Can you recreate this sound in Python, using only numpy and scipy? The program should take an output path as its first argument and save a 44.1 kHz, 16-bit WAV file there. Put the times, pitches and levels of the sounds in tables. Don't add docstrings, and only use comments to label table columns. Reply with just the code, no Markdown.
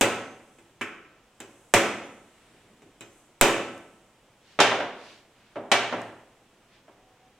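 import sys
import numpy as np
from scipy import signal
from scipy.fft import rfft, irfft, next_fast_len
from scipy.io import wavfile
from scipy.ndimage import uniform_filter1d, map_coordinates

SR = 44100
rng = np.random.default_rng(int(sys.argv[2]) if len(sys.argv) > 2 else 0)


def transcribe(u):
    v = np.clip(np.atleast_2d(u).T, -1, 1)
    q = np.round(v * 32767).astype(np.int16)
    wavfile.write(sys.argv[1], SR, q)


N = 325889
T = np.arange(SR) / SR
HZ = np.fft.rfftfreq(SR, 1 / SR)

# (frequency [Hz], side minus mid [dB])
STEREO_WIDTH = [(100, -26), (600, -21.5), (1300, -13.5), (2400, -8), (4400, -2), (8000, -3), (15000, 6)]


def hammering():
    # (time [s], force [dB], squareness of the aim [dB], loose cap's clink relative to force [dB])
    blows = [(0.0104, -1.5, -5.5, -35), (0.5853, -42.5, -12, -43), (0.8111, -23, -24, -41),
             (1.4029, -30, 2.5, -26), (1.7388, 2.5, -6.5, -37), (2.8203, -44.5, -9, -30),
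             (3.008, -33, 2, -21.5), (3.412, 3, -1, -59)]
    # (frequency [Hz], relative level [dB], t60 [s])
    cap_modes = [(2470, 1.5, 0.27), (2576, 0, .24), (3020, 2, .12), (3680, -1.5, 0.12), (3960, -2, .12),
                 (6260, -10.5, 1), (6390, -6.5, .35), (7420, -4.5, .3), (7870, -7, .3)]
    # (frequency [Hz], relative level [dB], t60 [s])
    carriage_modes = [(110, 9.5, 0.15), (341.3, -0.5, .7), (402.6, 1.5, 0.48), (432.5, -2, 0.48),
                      (554, 1.5, 0.65), (752.6, -10, 0.9), (874, -18.5, 0.25), (1011, -10.5, 0.71),
                      (1316, -3, 0.88), (1530, -5.5, 0.79), (1914, -4.5, 0.36), (2343, 1.5, 0.36),
                      (2565, -1, 0.61), (3520, -12, 0.89), (5150, 1.5, .55), (5920, 2.5, .4),
                      (8200, -1, .55), (14600, 8, .3)]
    glance_short = 0.2
    push_db, push_s = -18.5, 0.03
    push_sides = [[0.25], [1.5]]
    track, pushes = np.zeros((2, 2, N))
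    for s, force_db, square_db, clink_db in blows:
        gain = tap_colour(force_db, square_db)
        ping_db = force_db + square_db

        ping = amp(ping_db) * ring(woken(force_db), scatter_db=1, waver=0, spread=0.4)
        contact = ping + amp(13) * crack(gain, t60=0.012)
        cap = amp(force_db + clink_db) * ring(cap_modes, scatter_db=1.5, waver=0.4)
        wood = amp(-20) * ring(driven(carriage_modes, gain), scatter_db=1.5, waver=0.35)
        short_db = 9 + glance_short * glance(square_db)
        dense = amp(-1.0) * dense_ring(gain, short_db, short_t60=0.13, attack=0.002)
        add(track, s, reflected(contact, echo_db=-22))
        add(track, s, cap + wood + dense)

        u = T / push_s
        push = (1 - u / 2) * np.exp(-u) * (1 - np.exp(-T / 0.004))
        add(pushes, s, -amp(push_db + 2 * ping_db) * push)
    return radiated(track) + pushes * push_sides


def tap_colour(force_db, square_db):
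    # (frequency [Hz], relative level [dB])
    carriage_body = [(70, -24), (110, -9), (145, -16.5), (230, -4.5), (380, -5), (600, -7), (1000, -8),
                     (2400, -8.5), (3300, -13.5), (4300, -23), (5500, -21.5), (7700, -19), (10500, -31.5),
                     (15500, -38)]
    thud_db, thud_loss, glance_thud = -3, 0.2, 0.15
    clack_db, glance_clack = -3, 0.95
    sizzle_db, square_sizzle, glance_sizzle = -2.2, 0.3, 0.46
    glance_db = glance(square_db)
    thud = thud_db - thud_loss * force_db + glance_thud * glance_db
    clack = clack_db + glance_clack * glance_db
    sizzle = sizzle_db + square_sizzle * square_db + glance_sizzle * glance_db
    lean = along([(360, thud), (520, 0.0061), (800, 0.0069),
                  (1250, clack), (2300, clack), (4300, sizzle)], HZ)
    return amp(force_db + along(carriage_body, HZ) + lean)


def glance(square_db):
    return max(0, -13 - square_db)


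def woken(force_db):
    # (frequency [Hz], relative level before the force's effect on the top [dB], t60 [s])
    steel_modes = [(7150, -6.5, .014), (7300, -11.5, 0.0057), (7640, 1, 0.0092), (8340, -12, 0.011),
                   (9100, -11.5, .018), (13000, -14, .009), (13440, -12, 0.011)]
    ping_hz, dulling = 7600, 0.22
    return [(hz, db + dulling * force_db * max(0, np.log2(hz / ping_hz)), t60)
            for hz, db, t60 in steel_modes]


def putting_down():
    # (time [s], force [dB], contact time [ms])
    landings = [(4.5896, -9.5, 0.46), (4.6018, -4, 0.16), (4.716, -13, 0.99), (4.803, -17.5, 0.7),
                (5.5574, -19, 1.5), (5.566, -19.5, 1.95), (5.7157, -7, 0.14), (5.9256, -16.5, 0.75),
                (5.94, -11, 4), (6.879, -39, 1.17)]
    # (frequency [Hz], relative level [dB], t60 [s])
    table_modes = [(113, 1, .8), (245, -3, .55), (300, -2, .5), (398, -2, .6), (540, -3, .35), (579, 0, .4),
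                   (610, 1, .15), (695, -1, .45), (770, -3, .25), (1098, -6, .3), (1585, -2, .45),
                   (1980, -1, .45), (2304, -1, .5), (3038, -1, .45)]
    track = np.zeros((2, N))
    for s, force_db, contact_ms in landings:
        gain = knock_colour(force_db, contact_ms)
        contact = reflected(crack(gain, t60=0.0043), echo_db=-14.5)
        top = amp(-21) * ring(driven(table_modes, gain), scatter_db=1.5, waver=0.35)
        dense = amp(-3.5) * dense_ring(gain, short_db=8, short_t60=0.15, attack=0.00033)
        add(track, s, contact + top + dense)
    return radiated(track)


def knock_colour(force_db, contact_ms):
    # (frequency [Hz], relative level [dB])
    table_body = [(70, -32.5), (110, -15.5), (150, -15), (230, -7.5), (330, -4), (650, 3), (1000, -1),
                  (2000, -7), (3200, -10.5), (4400, -21), (6000, -23), (8500, -30.5), (11000, -40),
                  (15500, -50)]
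    hard_db_per_octave, hard_from_hz = 3.5, 750
    soft_slope = 3.5
    hard = hard_db_per_octave * np.log2(np.maximum(HZ / hard_from_hz, 1))
    cycles = HZ * contact_ms / 1000
    return amp(force_db + along(table_body, HZ) + hard) / np.sqrt(1 + cycles ** soft_slope)


def ticks():
    # (time [s], relative level [dB])
    loose_bits = [(3.483, -47), (3.779, -67), (6.017, -62)]
    track = np.zeros((2, N))
    gain = amp(along([(2000, -25), (6000, 22), (11000, 9), (15000, 2)], HZ))
    for s, db in loose_bits:
        add(track, s, amp(db + 7) * reflected(crack(gain, t60=0.012), echo_db=-18))
    return track


def rustles():
    # (middle [s], time from the middle to 1/e [s], level [dB], centre [Hz])
    swells = [(2.495, 0.28, -65, 1810), (2.55, 0.056, -60.5, 250), (2.727, 0.093, -60, 250),
              (2.872, 0.036, -57, 198), (4.523, 0.079, -60, 2500), (5.083, .12, -54, 2600),
              (5.456, .14, -65, 1970), (6.756, 0.064, -63, 2090)]
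    # (time [s], level [dB])
    cloth_level = [(.6, -71.5), (1.1, -92), (1.499, -68), (2.4, -71.5), (2.95, -77.5), (3.19, -66.5),
                   (3.35, -77), (3.749, -67.5), (4.2, -79), (5.7, -79), (6.04, -67), (6.17, -76),
                   (6.6, -80), (7.2, -85.5)]
    track = np.zeros((2, N))
    for s, length, db, centre_hz in swells:
        gain = np.exp(-(np.log2((HZ + 1) / centre_hz) / 1.2) ** 2)
        gain = gain / np.sqrt(np.mean(gain ** 2))
        swell = np.exp(-((T - 0.5) / length) ** 2)
        add(track, s - 0.5, amp(db) * swell * noise(gain, HZ))
    sliding = steady([(4000, -40), (5500, -10.5), (7800, 1), (11500, -11.5), (15500, -25.5)])
    level_db = np.interp(np.arange(N) / SR, *np.transpose(cloth_level))
    return track + amp(level_db) * sliding


def room_hiss():
    # (frequency [Hz], relative level [dB])
    quiet = [(20, -8), (45, -0.5), (75, -7.5), (115, 1), (150, -3.5), (190, -2), (700, -4.5), (1500, -11),
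             (3200, -13.5), (4400, -22), (5600, -21), (7800, -23.5), (11500, -32), (15500, -35)]
    # (frequency [Hz], level about which it wavers [dB])
    hum_tones = [(506.0, -70), (748.3, -63.5)]
    t = np.arange(N) / SR
    hum = sum(amp(db + 3 * wobble(16)) * np.sin(2 * np.pi * hz * t) for hz, db in hum_tones)
    hum_gate = np.interp(t, [6.92, 6.98, 7.28, 7.34], [0, 1, 1, 0])
    return amp(-61.5) * steady(quiet) + hum * hum_gate


def crack(gain, t60):
    return noise(gain, HZ) * fade(T, t60) * (1 - np.exp(-T / 0.000067))


def ring(modes, scatter_db, waver, spread=1):
    hz, db, t60 = np.transpose(modes)[:, :, None]
    chance = rng.standard_normal((len(modes), 2))
    knots = rng.standard_normal((2, len(modes), 32))
    drift = signal.resample(knots[0] + 1j * knots[1], 512, axis=1)
    drift = drift[:, np.arange(SR) * drift.shape[1] // SR]
    swing = np.exp(2j * np.pi * (hz * T + chance[:, 1:]))
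    swing *= 1 + waver * drift * (1 - fade(T, 0.033))
    swing *= amp(db + scatter_db * chance[:, :1]) * fade(T, t60) * (1 - np.exp(-T * hz / 2))
    width = amp(along(STEREO_WIDTH, hz[:, 0]))
    lag = np.exp(1j * spread * width * rng.standard_normal(len(modes)))
    return np.array([lag @ swing, lag.conj() @ swing]).real


def driven(modes, gain):
    return [(hz, db + 20 * np.log10(np.interp(hz, HZ, gain)), t60) for hz, db, t60 in modes]


def dense_ring(gain, short_db, short_t60, attack):
    # (frequency [Hz], t60 [s])
    room_decay = [(100, .95), (350, .85), (800, .72), (2500, .68), (6500, .56), (9000, .48), (14000, .4)]
    # (frequency [Hz], relative level [dB])
    early_colour = [(300, -2), (1500, -2.5), (4000, -1), (8000, 1.5), (14000, 0.5)]
    hz, t, z = signal.stft(noise(uneven(gain, depth_db=2.5), HZ), SR, nperseg=256)
    tail = fade(t, along(room_decay, hz)[:, None])
    short = amp(short_db + along(early_colour, hz))[:, None] * fade(t, short_t60)
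    sound = signal.istft(z * np.hypot(tail, short), SR, nperseg=256)[1][:, :SR]
    return sound * (1 - np.exp(-T / attack))


def uneven(gain, depth_db, size=90):
    ripple = uniform_filter1d(rng.standard_normal(len(HZ)), size) * np.sqrt(size)
    return gain * amp(depth_db * ripple * HZ / (HZ + 1000))


def reflected(sound, echo_db, count=7):
    out = 0.73 * sound.mean(axis=0) + 0.1 * sound
    delays = rng.uniform(0.0013, 0.034, count)
    for delay, sign in zip(delays, rng.choice([-1, 1], count)):
        late = np.pad(sound, ((0, 0), (round(delay * SR), 0)))[:, :SR]
        out += sign * amp(echo_db) * fade(delay, 0.2) * late
    return out


def radiated(track):
    return signal.sosfilt(signal.butter(4, 90, "highpass", fs=SR, output="sos"), track)


def steady(spectrum):
    hz = np.fft.rfftfreq(2 * next_fast_len(N // 2 + 1), 1 / SR)
    gain = amp(along(spectrum, hz))
    return noise(gain / np.sqrt(np.mean(gain ** 2)), hz)[:, :N]


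def noise(gain, hz):
    white = rng.standard_normal((2, 2 * (len(hz) - 1)))
    widths = [np.ones_like(hz), amp(along(STEREO_WIDTH, hz))]
    mid, side = irfft(rfft(white) * gain * widths)
    return np.array([mid + side, mid - side])


def wobble(rate):
    knots = rng.standard_normal(int(N * rate / SR) + 4)
    return map_coordinates(knots, [np.arange(N) * rate / SR])


def amp(db):
    return 10 ** (np.asarray(db) / 20)


def along(points, hz):
    f, v = np.transpose(points)
    return np.interp(np.log(hz + 1), np.log(f + 1), v)


def fade(t, t60):
    return np.exp(-np.log(1000) * t / t60)


def add(track, s, sound):
    start = max(0, round(s * SR))
    track[:, start:start + sound.shape[-1]] += sound[..., :N - start]


def limited(x):
    limit_db, sense_s, release_db_per_s = -12, 0.0026, 110
    keep = np.exp(-1 / (sense_s * SR))
    power = signal.lfilter([1 - keep], [1, -keep], np.mean(x ** 2, axis=0))
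    over_db = np.maximum(10 * np.log10(power + 1e-12) - limit_db, 0)
    recovery_db = release_db_per_s * np.arange(N) / SR
    return x * amp(recovery_db - np.maximum.accumulate(over_db + recovery_db))


def scene():
    sources = hammering() + putting_down() + ticks() + rustles() + room_hiss()
    return sources * amp([[-0.3], [0.3]])


def record(dry):
    top_hz = 16000
    held = limited(dry)
    clipped = held / (1 + held ** 6) ** (1 / 6)
    size = next_fast_len(N + SR // 2)
    passband = 1 / np.sqrt(1 + (np.fft.rfftfreq(size, 1 / SR) / top_hz) ** 240)
    return irfft(rfft(clipped, size) * passband, size)[:, :N]


dry = scene()
out = record(dry)
transcribe(out)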